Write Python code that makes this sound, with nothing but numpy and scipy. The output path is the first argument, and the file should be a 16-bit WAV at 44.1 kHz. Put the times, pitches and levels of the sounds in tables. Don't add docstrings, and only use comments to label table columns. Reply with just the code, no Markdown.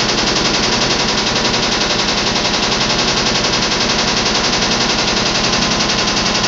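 import sys
import numpy as np
from scipy import signal
from scipy.fft import rfft, irfft, next_fast_len
from scipy.io import wavfile
from scipy.ndimage import uniform_filter1d

SR = 44100
rng = np.random.default_rng(int(sys.argv[2]) if len(sys.argv) > 2 else 0)


def wav_record(signal):
    frames = np.transpose(np.atleast_2d(signal))
    bounded = np.clip(frames, -1, 1)
    quanta = np.round(bounded * 32767).astype(np.int16)
    wavfile.write(sys.argv[1], SR, quanta)


N = 285327
LEAD = SR // 2
TIME = np.arange(-LEAD, N) / SR
SIZE = len(TIME)
PADDED = next_fast_len(SIZE + SR // 2, True)
HZ = np.maximum(np.fft.rfftfreq(PADDED, 1 / SR), 1)

# time_s, turns_per_s
DRUM_SPEED = [(0, 11.02), (.8, 11.048), (1.5, 11.02), (2.4, 11.015), (3.7, 11.046), (4.5, 11.006),
              (6.47, 11.006)]
# time_s, level_db
IMBALANCE = [(0, -0.3), (.7, 0.2), (1.25, -0.65), (1.8, 0), (2.35, -.5), (3.1, .5), (3.65, -0.3),
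             (4.05, 0.4), (6.47, 0)]
# pitch_hz, width_hz, boost_db
PANEL_MODES = [(358, 22, 3), (418.3, 59, 6.5), (490.7, 20, 9), (598.5, 51, 7.5), (715.7, 41, 7),
               (835, 56, 7), (850, 54, -0.5), (964, 29, 5.5), (995.5, 36, 5), (1036, 47, 6.5),
               (1100, 52, 2), (1447, 120, 6), (1587, 36, 3), (1782, 38, 7.5), (1914, 22, 4.5),
               (2063, 36, 4), (2184, 38, 2.5), (2254, 20, 2), (2490, 48, 2.5), (2670, 180, 4.5),
               (3234, 110, 3), (3660, 100, 0.5), (3790, 64, 3), (4050, 21, -3.5), (4307, 44, 3),
               (4240, 64, -1.5), (4870, 27, 2.5), (5070, 29, 5.5), (5620, 160, 5), (6160, 310, 5.5)]
# frequency_hz, level_db
CLATTER_SPECTRUM = [(300, -22), (900, -18), (1400, -12.5), (2000, -5.5), (3000, -2), (4000, -0.5),
                    (5000, 0), (6000, -3.5), (6600, -8), (7100, -13), (7600, -29.5)]
# pitch_hz, relative_db
METAL_MODES = [(1631, -40.5), (1760, -44), (1922, -45.5), (2056, -44), (2094, -42), (2175, -41),
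               (2256, -42.5), (2519, -50.5), (2713, -47.5), (2907, -44.5), (3305, -38.5), (3612, -45),
               (3763, -45.5), (3994, -35), (4091, -43.5), (4247, -44), (4457, -38.5), (4990, -41.5),
               (5125, -42), (5227, -44.5), (6137, -45), (6282, -48)]
# centre_hz, width_hz, front_db, left_db
WALL_REFLECTIONS = [(3660, 350, -.5, 1.5), (3895, 290, -3, -0.5), (4510, 320, 2.5, 0.5),
                    (6300, 573, -1.5, -3)]
# time_s, position (0 in front, 1 at the left)
MIC_PATH = [(.8, 0), (1.4, 0.84), (2.4, 0.8), (3.9, 0)]
# place_turns, level_db
TUB_KNOCKS = [(.11, -1.5), (.18, 1), (0.228, 0.5), (.29, -3.5), (0.3578, 0.5), (0.4009, 1.5), (.46, -0.5),
              (0.5627, -2), (0.6211, 3), (.77, -1.5), (0.9361, -0.5)]
# frequency_hz, level_db
KNOCK_SPECTRUM = [(120, -25), (220, -13), (310, 1), (460, -2.5), (680, -2.5), (900, -4.5), (1200, -3.5),
                  (1800, -9), (3000, -15.5), (5000, -21), (7500, -38)]
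# place_turns, level_db
SUSPENSION_THUMPS = [(.735, 0.5), (0.145, -12.5), (.455, -12.5)]
# pitch_hz, level_db, t60_s
BOOM_MODES = [(38.3, -23.5, 0.17), (56.6, -26, 0.17), (95, -30, 0.2), (136.8, -25.5, 0.51),
              (177.56, -26, 0.89), (206.3, -21.5, 0.43)]
# frequency_hz, level_db
RUSH_SPECTRUM = [(20, -23.5), (60, -12.5), (82, -8), (100, 3.5), (135, 7), (160, -1.5), (220, 5),
                 (330, 2.5), (600, -7), (1200, -4.5), (2200, -9.5), (5000, -3.5), (6200, -25), (7500, -32)]
# frequency_hz, level_db
RUMBLE_SPECTRUM = [(120, -27), (260, 0), (350, 4), (480, -9.5), (800, -11.5), (1300, -18.5), (3000, -33)]
# pitch_hz, level_db, beat_depth_db, swell_share
HUM_PARTIALS = [(119.9, -37, 2, .1), (239.4, -31.5, 2.5, 0.97), (360, -39.5, 0.5, .3)]
# time_s, level_db
MOTOR_SWELL = [(.2, -7), (.75, 2.5), (1.9, -2.5), (3.1, 0.5), (3.95, 0.5), (4.75, 1.5), (5.4, -2.5),
               (5.75, 3.5), (6.47, -8)]


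def from_db(db):
    return 10 ** (np.asarray(db) / 20)


def rms_one(x):
    return x / np.sqrt(np.mean(x ** 2) + 1e-20)


def in_time(rows):
    return np.interp(TIME, *np.transpose(rows))


def cabinet(x, spectrum):
    hz, db = np.transpose(spectrum)
    curve_db = np.interp(np.log(HZ), np.log(hz), db)
    for centre, width, boost_db in PANEL_MODES:
        curve_db = curve_db + boost_db / (1 + (2 * (HZ - centre) / width) ** 2)
    cepstrum = irfft(np.log(from_db(curve_db)), PADDED)
    cepstrum[1:PADDED // 2] *= 2
    cepstrum[PADDED // 2 + 1:] = 0
    return rms_one(irfft(rfft(x, PADDED) * np.exp(rfft(cepstrum)), PADDED)[:SIZE])


def drum_turns(start_turn=.203, sway_period_s=.51, sway_crest_s=.34, sway_decay_s=3.5):
    sway_depth = .09 * np.exp(-TIME / sway_decay_s)
    sway = sway_depth * np.cos(2 * np.pi * (TIME - sway_crest_s) / sway_period_s)
    turn = np.cumsum(in_time(DRUM_SPEED) + sway) / SR
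    return turn - turn[LEAD] + start_turn


def strikes(turn, place, level_db, jitter_s, wander_s, uneven_db, after_s=0):
    turns = np.arange(np.ceil(turn[0]) - 1, np.floor(turn[-1]) + 1)
    jitter, wander, force = rng.standard_normal((len(turns), 3)).T
    wander = rms_one(uniform_filter1d(wander, size=21))
    at = np.interp(turns + place, turn, np.arange(SIZE), left=-SIZE, right=2 * SIZE)
    at = at + SR * (after_s + jitter_s * jitter + wander_s * wander)
    heard = (at >= 0) & (at < SIZE - 1)
    gain = from_db(level_db + uneven_db * force[heard])
    sample, late = at[heard].astype(int), at[heard] % 1
    return np.bincount(sample, gain * (1 - late), SIZE) + np.bincount(sample + 1, gain * late, SIZE)


def struck_spot(crack_t60_s, ring_t60_s, ring_db, room_db, room_t60_s=.4):
    t = np.arange(SR * 2 // 5) / SR
    power = 0
    for db, t60_s in (0, crack_t60_s), (ring_db, ring_t60_s), (room_db, room_t60_s):
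        decay = rms_one(np.exp(-np.log(1000) * t / t60_s))
        power = power + (from_db(db) * decay) ** 2
    return rms_one(np.sqrt(power) * rng.standard_normal(len(t)))


def bounces(count=21, first_gap_s=.0023, rise_s=.0087, rise_db=4.5, fall_db_per_s=154.5):
    gaps_s = first_gap_s * 1.05 ** np.arange(count)
    delay_s = np.cumsum(gaps_s) - gaps_s[0]
    onset_db = -rise_db * np.maximum(1 - delay_s / rise_s, 0)
    fall_db = fall_db_per_s * np.maximum(delay_s - rise_s, 0)
    return zip(delay_s, onset_db - fall_db)


def metal_ring(hits, width_hz=45, ring_db=1.5):
    top_db = max(db for _, db in METAL_MODES)
    out = hits
    for hz, db in METAL_MODES:
        mode = signal.lfilter(*signal.iirpeak(hz, hz / width_hz, fs=SR), hits)
        out = out + from_db(ring_db + db - top_db) * mode
    return out


def wall_colour(x):
    leftward = in_time(MIC_PATH)
    for hz, width, front_db, left_db in WALL_REFLECTIONS:
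        gain = from_db(front_db + leftward * (left_db - front_db))
        x = x + (gain - 1) * signal.lfilter(*signal.iirpeak(hz, hz / width, fs=SR), x)
    return x


def loose_part_clatter(turn, fling_turns=.09):
    hits = 0
    for delay_s, db in bounces():
        clicks = strikes(turn, fling_turns, db, jitter_s=1e-5, wander_s=4e-5, uneven_db=.5,
                         after_s=delay_s)
        spot = struck_spot(crack_t60_s=.011, ring_t60_s=.04, ring_db=4.5, room_db=4)
        hits = hits + signal.oaconvolve(clicks, spot)[:SIZE]
    return wall_colour(cabinet(metal_ring(hits), CLATTER_SPECTRUM))


def tub_knocks(turn, tap_count=14, tap_db=-4.5):
    tap_places = (np.arange(tap_count) + rng.random(tap_count)) / tap_count
    taps = [(place, tap_db) for place in tap_places]
    clicks = sum(strikes(turn, place, db, jitter_s=4e-5, wander_s=14e-5, uneven_db=.75)
                 for place, db in TUB_KNOCKS + taps)
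    spread = rfft(struck_spot(crack_t60_s=.023, ring_t60_s=.11, ring_db=4, room_db=-5), PADDED)
    smeared = irfft(rfft(clicks, PADDED) * spread / np.abs(spread), PADDED)[:SIZE]
    return cabinet(smeared, KNOCK_SPECTRUM)


def suspension_thumps(turn):
    clicks = sum(strikes(turn, place, db, jitter_s=6.3e-5, wander_s=23e-5, uneven_db=1)
                 for place, db in SUSPENSION_THUMPS)
    boom = 0
    for hz, db, t60_s in BOOM_MODES:
        radius = np.exp(-np.log(1000) / (t60_s * SR))
        feedback = radius * np.cos(2 * np.pi * hz / SR)
        mode = signal.lfilter([1, -feedback], [1, -2 * feedback, radius ** 2], clicks + 1e-18)
        boom = boom + from_db(db) * mode
    soft_contact = signal.butter(2, [24, 330], "band", fs=SR, output="sos")
    return signal.sosfilt(soft_contact, boom)


def drum_rush(level_db=-24):
    return from_db(level_db) * cabinet(rng.standard_normal(SIZE), RUSH_SPECTRUM)


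def load_rumble(level_db=-27.5, settled_s=2.24, fade_s=2):
    unsettled = np.clip((settled_s - TIME) / fade_s, 0, 1)
    return from_db(level_db) * np.sqrt(unsettled) * cabinet(rng.standard_normal(SIZE), RUMBLE_SPECTRUM)


def motor_hum(beat_period_s=.805, beat_crest_s=.73):
    beat = np.cos(2 * np.pi * (TIME - beat_crest_s) / beat_period_s)
    swell_db = in_time(MOTOR_SWELL)
    hum = 0
    for hz, db, depth_db, share in HUM_PARTIALS:
        amplitude = np.sqrt(2) * from_db(db + share * swell_db + depth_db * beat)
        hum = hum + amplitude * np.sin(2 * np.pi * (hz * TIME + rng.random()))
    return hum


def scene():
    turn = drum_turns()
    clatter = from_db(-18) * loose_part_clatter(turn)
    knocks = from_db(-21) * tub_knocks(turn)
    contacts = from_db(in_time(IMBALANCE)) * (clatter + knocks + suspension_thumps(turn))
    return (contacts + drum_rush() + load_rumble() + motor_hum())[None, LEAD:]


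def record(dry, ceiling=1.0, cutoff_hz=7650):
    rounded = dry / np.sqrt(np.hypot(1, (dry / ceiling) ** 2))
    lowpass = signal.ellip(8, .05, 45, cutoff_hz, fs=SR, output="sos")
    return signal.sosfiltfilt(lowpass, rounded)


dry = scene()
out = record(dry)
wav_record(out)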